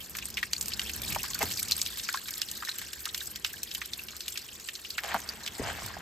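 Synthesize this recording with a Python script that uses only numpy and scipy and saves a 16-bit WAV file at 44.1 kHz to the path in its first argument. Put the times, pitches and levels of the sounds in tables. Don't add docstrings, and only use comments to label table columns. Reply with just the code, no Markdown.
import sys
import numpy as np
from scipy import signal
from scipy.fft import rfft, irfft
from scipy.io import wavfile

SR = 44100
rng = np.random.default_rng(int(sys.argv[2]) if len(sys.argv) > 2 else 0)


def wav_out(sig):
    wavfile.write(sys.argv[1], SR, np.round(np.clip(np.atleast_2d(sig).T, -1, 1) * 32767).astype(np.int16))


N = 265217

HZ = np.fft.rfftfreq(N, 1 / SR)
TAPS = 4096
TAP_HZ, TAP_S = np.fft.rfftfreq(TAPS, 1 / SR), np.arange(TAPS) / SR
EDGE_HZ = 15900


def gain_of(db):
    return 10 ** (np.asarray(db) / 20)


def evened(x):
    return x / np.sqrt(np.mean(x ** 2) + 1e-30)


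def sized(sound):
    return sound / np.linalg.norm(sound, axis=-1, keepdims=True) * np.sqrt(SR / 100)


def read(points, hz):
    f, value = np.transpose(points)
    return np.interp(np.log(hz + 1), np.log(f + 1), value)


def follow(curve):
    return gain_of(np.interp(np.arange(N) / SR, *np.transpose(curve)))


def coloured(x, spectrum):
    return evened(irfft(rfft(x) * gain_of(read(spectrum, HZ)), N))


def add(mix, s, sound):
    part = mix[:, max(round(s * SR), 0):][:, :sound.shape[1]]
    part += sound[:, :part.shape[1]]


def wander(per_s, size):
    knots = rng.standard_normal(4096)
    return 1.2 * np.interp(np.arange(size) / SR * per_s, np.arange(len(knots)), knots)


def hump(f, hz, octaves):
    return (1 + (np.log2((f + 1) / hz) / octaves) ** 2 / 2) ** -1.5


def above(hz, f=TAP_HZ):
    return 1 / np.sqrt(1 + (hz / (f + 1)) ** 4)


def ring(x, gain):
    log_gain = np.log(np.maximum(gain, 1e-5))
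    circle = np.concatenate([log_gain, log_gain[-2:0:-1]])
    response = np.exp(np.conj(signal.hilbert(circle)))[:len(gain)]
    return irfft(rfft(x) * response, TAPS)


def knock(hz, octaves):
    return sized(ring(signal.unit_impulse(TAPS), hump(TAP_HZ, hz, octaves)))


SPLASH_T60_S, SLAP_S, SOFT_POWER, SOFTEST_S = 0.023, .0004, 1.6, .0014


def splat(gain, t60_s, scatter_db, lumps_per_s=500, lumps_db=4):
    t60_s = max(t60_s, 1e-3)
    flatten_s = min(SLAP_S * (t60_s / SPLASH_T60_S) ** SOFT_POWER, SOFTEST_S)
    slap, scatter = rng.standard_normal((2, 2, TAPS))
    slap = slap * TAP_S * np.exp(-TAP_S / flatten_s)
    fade = np.exp(-np.log(1000) * TAP_S / t60_s)
    onset = 1 - np.exp(-TAP_S / (2 * flatten_s))
    scatter = scatter * fade * gain_of(lumps_db * wander(lumps_per_s, TAPS)) * onset
    return sized(sized(ring(slap, gain)) + gain_of(scatter_db) * sized(ring(scatter, gain)))


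def ping(hz, cycles, glide):
    age = TAP_S * hz / cycles
    turns = cycles * (age + glide * age ** 2)
    return np.sin(2 * np.pi * turns) * np.exp(-np.log(1000) * age) * (1 - np.exp(-turns))


def random_hits(per_s, spread_db):
    size = gain_of(spread_db * np.minimum(rng.exponential(1, N), 2.5))
    return size * (rng.random(N) < per_s / SR)


def droplets(per_s, spread_db, low_hz, high_hz, octaves, t60_s, count):
    out = np.zeros((2, N))
    for hz in np.geomspace(low_hz, high_hz, count):
        hits = random_hits(per_s / count, spread_db)
        drop = splat(hump(TAP_HZ, hz, octaves), t60_s, scatter_db=3.0)
        out += signal.oaconvolve(hits[None], drop, axes=1)[:, :N]
    return out


def bubbles(per_s=100, spread_db=5, low_hz=2300, high_hz=9500, cycles=36, glide=0.021, count=36):
    out = np.zeros((2, N))
    for hz in np.geomspace(low_hz, high_hz, count):
        hits = random_hits(per_s / count, spread_db)
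        swarm = signal.oaconvolve(hits, ping(hz, cycles, glide) * np.sqrt(hz))[:N]
        out += np.outer([1, rng.normal()], swarm)
    return evened(out)


# time_s, level_db
FLOW = [(0.0, -42.5), (.12, -47), (.17, -42.5), (0.25, -42.5), (0.37, -47.5), (0.8, -40), (1.22, -38),
        (1.52, -37.5), (2.31, -42), (2.44, -43), (3.03, -44), (3.13, -44), (3.46, -45), (3.88, -43.5),
        (4.59, -46), (5.1, -41), (5.46, -41.5), (5.72, -39.5), (5.89, -40), (6.01, -44)]
# time_s, level_db
POOL = [(0, 0), (4.6, 0), (5.05, -7), (6.01, -9)]
# pitch_hz, boost_db
PATTER_TONE = [(300, -39), (700, 8.5), (1200, -5.5), (1800, 0), (2250, -3.5), (2800, -1), (3500, 1.5),
               (4400, 8), (6000, 1.5), (8000, 9.5), (12500, 13), (15500, 15)]


def trickle(flow_db=-4.0, ticks_db=0.5, plips_db=-4, splashes_db=-11.0, fizz_db=-9, bubbles_db=-8,
            flutter_per_s=70, flutter_db=2.5):
    ticks = droplets(per_s=300, spread_db=6, low_hz=5500, high_hz=14000, octaves=.4, t60_s=.026, count=10)
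    small = droplets(per_s=700, spread_db=5.5, low_hz=1120, high_hz=8200, octaves=.12, t60_s=.04, count=30)
    splashes = droplets(per_s=130, spread_db=4, low_hz=2000, high_hz=8000, octaves=.35, t60_s=.1, count=12)
    fizz = rng.standard_normal((2, N))
    film = gain_of(plips_db) * coloured(small, PATTER_TONE)
    film = film + gain_of(fizz_db) * coloured(fizz, PATTER_TONE)
    pool = gain_of(ticks_db) * coloured(ticks, PATTER_TONE)
    pool = pool + gain_of(splashes_db) * evened(splashes) + gain_of(bubbles_db) * bubbles()
    unrest_db = flutter_db * wander(flutter_per_s, N)
    return follow(FLOW) * gain_of(flow_db + unrest_db) * (film + follow(POOL) * pool)


def runnel(runnel_db=-12.5):
    chatter = bubbles(per_s=320, spread_db=4.5, low_hz=1400, high_hz=6000, cycles=15, glide=.04, count=24)
    return gain_of(runnel_db) * follow(FLOW) * follow(POOL) * chatter


# time_s, level_db
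BREEZE = [(0, -52.5), (.55, -52.5), (.8, -46.5), (.97, -43), (1.15, -45), (1.38, -47), (1.55, -49.5),
          (1.8, -52.5), (2.2, -58.5), (2.5, -56.5), (4.05, -57.5), (4.7, -60), (5.25, -55), (5.55, -54.5),
          (5.85, -51)]
# pitch_hz, boost_db
WIND_TONE = [(20, -45), (33, -11), (48, -5), (64, 6), (80, 0.5), (100, -2.5), (150, -5), (215, -2.5),
             (260, -9), (330, -11), (550, -17), (1200, -17.5), (4000, -86)]
# pitch_hz, boost_db
FOREST_TONE = [(22, -12), (50, 5), (100, -32), (350, 10), (600, -1.5), (1200, -6), (3000, -2), (8000, -25),
               (16000, -61)]


def air(wind_db=1, forest_db=-59, gusts_per_s=14, gusts_db=2.0):
    eddies = rng.standard_normal((2, N)) * gain_of(gusts_db * wander(gusts_per_s, N))
    wind = gain_of(wind_db) * follow(BREEZE) * coloured(eddies, WIND_TONE)
    return wind + gain_of(forest_db) * coloured(rng.standard_normal((2, N)), FOREST_TONE)


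# time_s, level_db
CLEFT = [(1.5, -65), (2.1, -55), (3.6, -61), (4.6, -73), (5.5, -73)]


def cleft():
    gurgle = bubbles(per_s=150, spread_db=7, low_hz=1550, high_hz=1950, cycles=36, glide=.015, count=10)
    return follow(CLEFT) * gurgle


RAGGED_OCTAVES = .5


def plop(hz, octaves, t60_s, scatter_db=1.8, low_hz=800, bubble_gain=1.0, bubble_width_hz=200, detune=0.1):
    bubble_hz = hz * 2 ** rng.normal(0, octaves * detune)
    clearness = min(RAGGED_OCTAVES / octaves, 1) ** 2
    bubble = 1 + bubble_gain * clearness * hump(TAP_HZ, bubble_hz, bubble_width_hz / hz)
    return splat(hump(TAP_HZ, hz, octaves) * above(low_hz) ** 4 * bubble, t60_s, scatter_db)


def spray(t60_s, low_hz=5000, scatter_db=3):
    return splat(above(low_hz) * np.where(TAP_HZ < EDGE_HZ, 1, .1), t60_s, scatter_db)


def strays(per_s=22, over_flow_db=-3, spread_db=3, low_hz=2700, high_hz=8500, octaves=0.26, t60_s=0.087,
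           spray_db=-4):
    out, strength = np.zeros((2, N)), follow(FLOW) * follow(POOL)
    for at in np.flatnonzero(rng.random(N) < per_s / SR):
        size = strength[at] * gain_of(over_flow_db + spread_db * rng.normal())
        hz = low_hz * (high_hz / low_hz) ** rng.random()
        add(out, at / SR, size * (plop(hz, octaves, t60_s) + gain_of(spray_db) * spray(t60_s)))
    return out


FULL_DB, FULL_HZ = -24, 3000
SNAP_DB, SNAP_GROWTH, SNAP_OCTAVES = -6, 0.38, 0.94


def snap(db, hz):
    click = sized(ring(signal.unit_impulse(TAPS), hump(TAP_HZ, hz, SNAP_OCTAVES) * above(hz=646)))
    level_db = db + SNAP_DB + SNAP_GROWTH * min(db - FULL_DB, 0)
    return gain_of(level_db) * np.outer([1, rng.normal(0, 0.94)], click)


DRIBBLE_DB, PITCH_POWER, CLEAN_POWER = 14.5, .22, .4
LEAD_S, LEAD_HZ, LEAD_T60_S = .005, 4360, 0.07
DEEP_SPRAY_DB = -2
# start_s, level_db (over 10 ms), pitch_hz, width_octaves
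DROPS = [(0.1509, -36, 1650, 1.35), (0.1857, -34.5, 2180, 2.4), (0.224, -38, 2650, 0.26),
         (0.2551, -33, 8100, 0.22), (.341, -40, 5140, 0.32), (0.3709, -29.5, 2830, 0.55),
         (.3777, -33, 2240, 0.53), (.387, -37, 2800, 1.1), (.394, -45, 2500, 1.2),
         (0.4295, -30, 1850, 0.93), (0.5327, -27, 4050, 0.84), (.564, -34.5, 4500, 0.093),
         (.581, -37.5, 6760, 0.29), (0.611, -29, 7360, 0.36), (0.658, -34.5, 7140, 1.5),
         (0.719, -36, 2940, 0.57), (0.7346, -33.5, 4750, 0.36), (0.7945, -29.5, 2780, 0.67),
         (.816, -35, 3320, 1.2), (0.8947, -35, 2620, 0.66), (1.033, -39, 3420, .25),
         (1.101, -41, 2450, 0.34), (1.1228, -36, 2360, 1.5), (1.1474, -34, 2460, 0.38),
         (1.2399, -36, 1000, 0.76), (1.251, -38, 2680, 0.9), (1.303, -35, 7060, 0.18),
         (1.333, -36.5, 4100, 0.47), (1.352, -38, 1510, 0.49), (1.4715, -48, 3460, .4),
         (1.512, -33, 3500, 0.94), (1.537, -35, 6100, 0.37), (1.596, -36, 4200, 0.49),
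         (1.6293, -27.5, 8950, 0.36), (1.6835, -35.5, 5960, 0.71), (1.7111, -26.5, 5300, 1.9),
         (1.72, -23, 4060, 0.22), (1.7274, -34, 4300, 0.41), (1.7659, -33, 8600, .15),
         (1.8159, -26, 5500, 0.57), (1.862, -31, 3970, 0.45), (1.972, -35.5, 4270, 3.3),
         (1.996, -35.5, 4270, 0.75), (2.047, -37.5, 4700, 0.62), (2.0883, -34.5, 4600, 0.27),
         (2.0883, -31, 1660, 0.51), (2.14, -33.5, 4460, 0.44), (2.1444, -32.5, 1270, 0.43),
         (2.152, -44, 4170, 0.13), (2.173, -38.5, 4170, 0.24), (2.2837, -34.5, 2860, 1.3),
         (2.3375, -36.5, 5100, 0.8), (2.417, -26.5, 3720, 0.74), (2.486, -37.5, 3980, 0.46),
         (2.514, -34.5, 6650, 0.66), (2.6235, -34, 1210, 0.5), (2.649, -39, 3900, 0.47),
         (2.672, -38, 1750, 0.17), (2.686, -35, 1550, 0.72), (2.6918, -30.5, 4140, 0.11),
         (2.715, -36.5, 3960, 0.27), (2.7842, -43, 2300, 1.1), (2.815, -37.5, 1890, 1.2),
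         (2.932, -34, 5760, 2), (3.055, -30.5, 3800, 1.7), (3.062, -38.5, 1310, 0.51),
         (3.078, -41, 7580, 0.38), (3.089, -37, 3750, 0.34), (3.146, -30, 3450, 1.5),
         (3.176, -41.5, 2900, 0.2), (3.2057, -36.5, 3760, 0.29), (3.213, -42.5, 1670, 0.17),
         (3.272, -35, 7840, 0.1), (3.3581, -35.5, 3800, 0.82), (3.4467, -25, 2500, 0.7),
         (3.4613, -38.5, 3070, 1.1), (3.5377, -41.5, 1680, 0.2), (3.7134, -36.5, 3770, 0.58),
         (3.7491, -34.5, 3240, 0.38), (3.8162, -33, 1850, 0.79), (3.934, -33, 4230, 0.39),
         (3.9915, -38, 2640, 0.13), (4.0846, -38, 3030, 0.79), (4.131, -48, 1300, .4),
         (4.147, -49.5, 1250, 0.68), (4.2053, -35, 4750, 0.83), (4.2806, -33, 3560, 1),
         (4.322, -39, 7200, 0.37), (4.356, -38.5, 2700, 0.54), (4.3743, -31.5, 3630, 0.93),
         (4.486, -43, 3140, 0.37), (4.598, -43, 4500, 1.3), (4.6871, -33, 2700, 0.73),
         (4.753, -37, 4220, 0.4), (4.848, -39, 2840, 0.31), (4.9046, -34, 4500, 0.21),
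         (4.9814, -27, 1840, 0.61), (5.2902, -31.5, 4700, 0.088), (5.4624, -34, 3370, 0.95),
         (5.476, -33, 3140, 0.91)]


def drips(plop_db=-0.4, spray_db=-13, spray_lag_s=0.0014, lead_db=-14):
    out = np.zeros((2, N))
    for s, db, hz, octaves in DROPS:
        t60_s = SPLASH_T60_S * 2 ** ((FULL_DB - db) / DRIBBLE_DB) * (FULL_HZ / hz) ** PITCH_POWER
        t60_s *= min(octaves / RAGGED_OCTAVES, 1) ** CLEAN_POWER
        thread = splat(hump(TAP_HZ, LEAD_HZ, 1.0) * above(hz=1190), LEAD_T60_S, scatter_db=19)
        deep_db = DEEP_SPRAY_DB * max(np.log2(FULL_HZ / hz), 0)
        add(out, s - LEAD_S, gain_of(db + lead_db) * thread)
        add(out, s + SLAP_S, snap(db, hz))
        add(out, s, gain_of(db + plop_db) * plop(hz, octaves, t60_s))
        add(out, s + spray_lag_s, gain_of(db + spray_db + deep_db) * spray(t60_s))
    return out


SPIT_T60_S = 0.034
# start_s, level_db (over 10 ms)
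SPITS = [(0.168, -35), (.302, -39), (0.5318, -42), (.6122, -35), (0.626, -34.5), (.682, -31), (0.896, -40),
         (0.9354, -38), (1.018, -33.5), (1.126, -33.5), (1.148, -33.5), (1.159, -36.5), (1.231, -31.5),
         (1.345, -31), (1.39, -32.5), (1.4274, -29), (1.5196, -32.5), (1.598, -33), (1.7122, -45),
         (1.871, -36.5), (2.127, -34.5), (2.173, -42), (2.307, -34), (2.65, -38.5), (2.7844, -35.5),
         (3.178, -35.5), (3.257, -40), (3.532, -38), (3.6317, -30), (3.739, -41), (3.7484, -31.5),
         (4.1654, -39.5), (4.281, -36.5), (4.902, -40.5), (5.142, -38.5), (5.202, -41.5), (5.862, -36)]


def spits(spit_db=0, scatter_db=-1):
    out = np.zeros((2, N))
    for s, db in SPITS:
        add(out, s, gain_of(db + spit_db) * spray(SPIT_T60_S, scatter_db=scatter_db))
    return out


PLIP_T60_S, PLIP_POWER, PLIP_GLIDE = 0.021, 0.17, 0.018
# start_s, level_db (over 10 ms), pitch_hz
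PLIPS = [(.3785, -39, 2080), (.4288, -28, 1890), (.5335, -32, 4620), (0.5325, -35, 6870), (.736, -37, 4160),
         (.736, -37, 5200), (0.7942, -28, 2900), (.7955, -38, 4530), (0.898, -41, 2600),
         (.935, -39.5, 6540), (1.121, -38.5, 2520), (1.348, -34, 4560), (1.416, -37, 2090),
         (1.8165, -30, 7580), (2.09, -32.5, 1490), (2.1444, -32, 1055), (2.173, -37.5, 1650),
         (2.43, -39, 2880), (2.76, -44.5, 7340), (2.886, -53, 4400), (3.935, -41, 3500), (5.477, -37, 3390)]


def plips(plip_db=0, side=.8):
    out = np.zeros((2, N))
    for s, db, hz in PLIPS:
        t60_s = PLIP_T60_S * (FULL_HZ / hz) ** PLIP_POWER
        note = sized(ping(hz, hz * t60_s, PLIP_GLIDE))
        add(out, s, gain_of(db + plip_db) * np.outer([1, side * rng.choice([-1, 1])], note))
    return out


CLACK_T60_S, RATTLE_DB = .02, -4
# start_s, level_db (over 10 ms), pitch_hz, width_octaves
STONES = [(1.1595, -42, 1300, 0.54), (1.1622, -33.5, 850, 0.52), (1.1655, -35, 770, 0.35),
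          (1.394, -49, 1300, .6), (1.409, -38, 720, 0.58), (1.4135, -40, 646, 0.23),
          (1.4215, -42, 1110, 0.72), (1.429, -32.5, 900, 0.66), (5.036, -38.5, 1900, 1.6),
          (5.044, -41.5, 724, 0.27), (5.0895, -50, 1450, 0.64), (5.1105, -43, 1900, .5),
          (5.117, -38.5, 1780, 0.57), (5.1446, -27, 1140, 0.45), (5.1495, -30, 770, 0.31),
          (5.163, -35, 880, 0.8), (5.169, -42, 1300, .8), (5.617, -40, 564, .4), (5.637, -43, 1060, .5),
          (5.674, -39.5, 1300, 1.2), (5.688, -42, 1010, 0.84), (5.701, -37.5, 1490, 0.48),
          (5.718, -42, 1500, 0.63), (5.821, -44, 750, 0.74), (5.86, -47, 790, 0.37), (5.878, -45, 1700, .3),
          (5.903, -44, 1000, 0.16), (5.905, -49, 1600, 0.16), (5.939, -43.5, 1650, 0.099),
          (5.968, -41.5, 736, 0.38)]


def stones():
    out = np.zeros((2, N))
    for s, db, hz, octaves in STONES:
        clack = np.outer([1, rng.normal()], knock(hz, octaves))
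        rattle = splat(hump(TAP_HZ, hz, octaves), CLACK_T60_S, scatter_db=8.5)
        add(out, s, gain_of(db) * (clack + gain_of(RATTLE_DB) * rattle))
    return out


PRESS_POWER = 1.38


def crunch(gravel, rise_s, fall_s, hz, octaves, low_hz=0, size=65536):
    t, f = (np.arange(size) - size // 2) / SR, np.fft.rfftfreq(size, 1 / SR)
    patch = gravel[:, rng.integers(N - size):][:, :size]
    reach_s = np.maximum(np.where(t < 0, rise_s, fall_s), 1e-4)
    press = np.exp(-(abs(t) / reach_s) ** PRESS_POWER)
    sound = press * irfft(rfft(patch) * hump(f, hz, octaves) * above(low_hz, f) ** 2)
    return sound * np.linalg.norm(press) / np.linalg.norm(sound, axis=1, keepdims=True)


SETTLE_DB, SETTLE_RATIO = -8.5, 5.4
GRIT_DB, GRIT_HZ, GRIT_OCTAVES = -6, 2400, 0.63
SOLE_DB, SOLE_HZ, SOLE_OCTAVES = -5.5, 724, 0.31
STEP_LOW_HZ = 372
BOOM_HZ, BOOM_OCTAVES, BOOM_LAG_S, BOOM_RISE_S, BOOM_FALL_S = 79, 0.5, 0.011, 0.0039, 0.12
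# peak_s, rise_s, fall_s, peak_db, pitch_hz (centre), width_octaves
STEPS = [(1.421, 0.011, 0.011, -30, 2200, 2.4), (5.041, 0.004, 0.031, -37.5, 895, 2.4),
         (5.146, 0.069, 0.016, -36.5, 1170, 0.87), (5.7, 0.088, 0.025, -37, 970, 1.1),
         (5.795, 0.045, 0.023, -45, 1500, 0.86)]
# start_s, knock_db (over 10 ms), pitch_hz (knock), boom_db (peak)
HEELS = [(1.433, -34, 320, -43.5), (5.147, -42, 205, -58), (5.597, -31, 318, -39), (5.827, -47, 109, -46)]


def boots(grains_per_s=900, spread_db=2.0, scrape_db=-12, settle_hz=1110, settle_octaves=1.38):
    pebbles = droplets(per_s=grains_per_s, spread_db=spread_db, low_hz=266, high_hz=7700,
                       octaves=0.64, t60_s=0.0046, count=18)
    pebbles = evened(irfft(rfft(pebbles) * np.sqrt(HZ), N))
    gravel = pebbles + gain_of(scrape_db) * rng.standard_normal((2, N))
    sounds = []
    for s, rise_s, fall_s, db, hz, octaves in STEPS:
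        settle_s = SETTLE_RATIO * rise_s
        sounds.append((s, db, crunch(gravel, rise_s, fall_s, hz, octaves, STEP_LOW_HZ)))
        sounds.append((s, db + GRIT_DB, crunch(pebbles, rise_s, fall_s, GRIT_HZ, GRIT_OCTAVES)))
        sounds.append((s, db + SOLE_DB, crunch(gravel, rise_s, fall_s, SOLE_HZ, SOLE_OCTAVES)))
        sounds.append((s, db + SETTLE_DB, crunch(gravel, rise_s, settle_s, settle_hz, settle_octaves)))
    for s, _, _, db in HEELS:
        boom = crunch(gravel, BOOM_RISE_S, BOOM_FALL_S, BOOM_HZ, BOOM_OCTAVES)
        sounds.append((s + BOOM_LAG_S, db, boom))
    out = np.zeros((2, N))
    for s, db, sound in sounds:
        add(out, s - sound.shape[1] / 2 / SR, gain_of(db) * sound)
    return out


KNOCK_OCTAVES = 0.45
BOUNCE_S, BOUNCE_DB = .0045, -3


def heels():
    out = np.zeros((2, N))
    for s, db, hz, _ in HEELS:
        thud = np.outer([1, .5], knock(hz, KNOCK_OCTAVES))
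        add(out, s, gain_of(db) * thud)
        add(out, s + BOUNCE_S, gain_of(db + BOUNCE_DB) * thud)
    return out


def rocks(x, t60_s=0.082, gap_s=0.002):
    t = np.arange(SR // 4) / SR
    tail = rng.standard_normal((2, len(t))) * np.exp(-np.log(1000) * t / t60_s) * (t > gap_s)
    return signal.oaconvolve(x[:1], tail / np.linalg.norm(tail[0]), axes=1)[:, :N]


# pitch_hz, side_db (gain of the side signal)
WIDTH = [(60, -8.5), (500, -8.5), (1000, -9), (2000, -5.5), (2900, -7.5), (4500, -7.5), (5600, -3.5),
         (7100, -14), (8600, -8), (10100, -19), (11500, -6.5), (12850, -19), (14100, -6), (15500, -19)]
# pitch_hz, lead_rad (by which left leads right)
STEREO_PHASE = [(0, 0), (2200, -.2), (2800, .8), (4600, .3), (5800, -.3), (7100, 0), (8000, -.8),
                (9400, -2.8), (10700, -3.5), (12000, -6), (13500, -6.5), (14600, -8.9), (15500, -9.42)]


def scene(echo_db=-14):
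    water = trickle() + runnel() + cleft() + strays() + drips() + spits() + plips()
    near = water + stones() + boots() + heels()
    mid, side = rfft(near + gain_of(echo_db) * rocks(near) + air())
    side = side * gain_of(read(WIDTH, HZ))
    turn = np.exp(.5j * np.interp(HZ, *np.transpose(STEREO_PHASE)))
    return irfft(np.array([(mid + side) * turn, (mid - side) / turn]), N)


def record(dry, level_db=-1.18):
    edge = signal.firwin(511, EDGE_HZ, window=("kaiser", 9), fs=SR)
    return gain_of(level_db) * signal.oaconvolve(dry, edge[None], "same")


dry = scene()
out = record(dry)
wav_out(out)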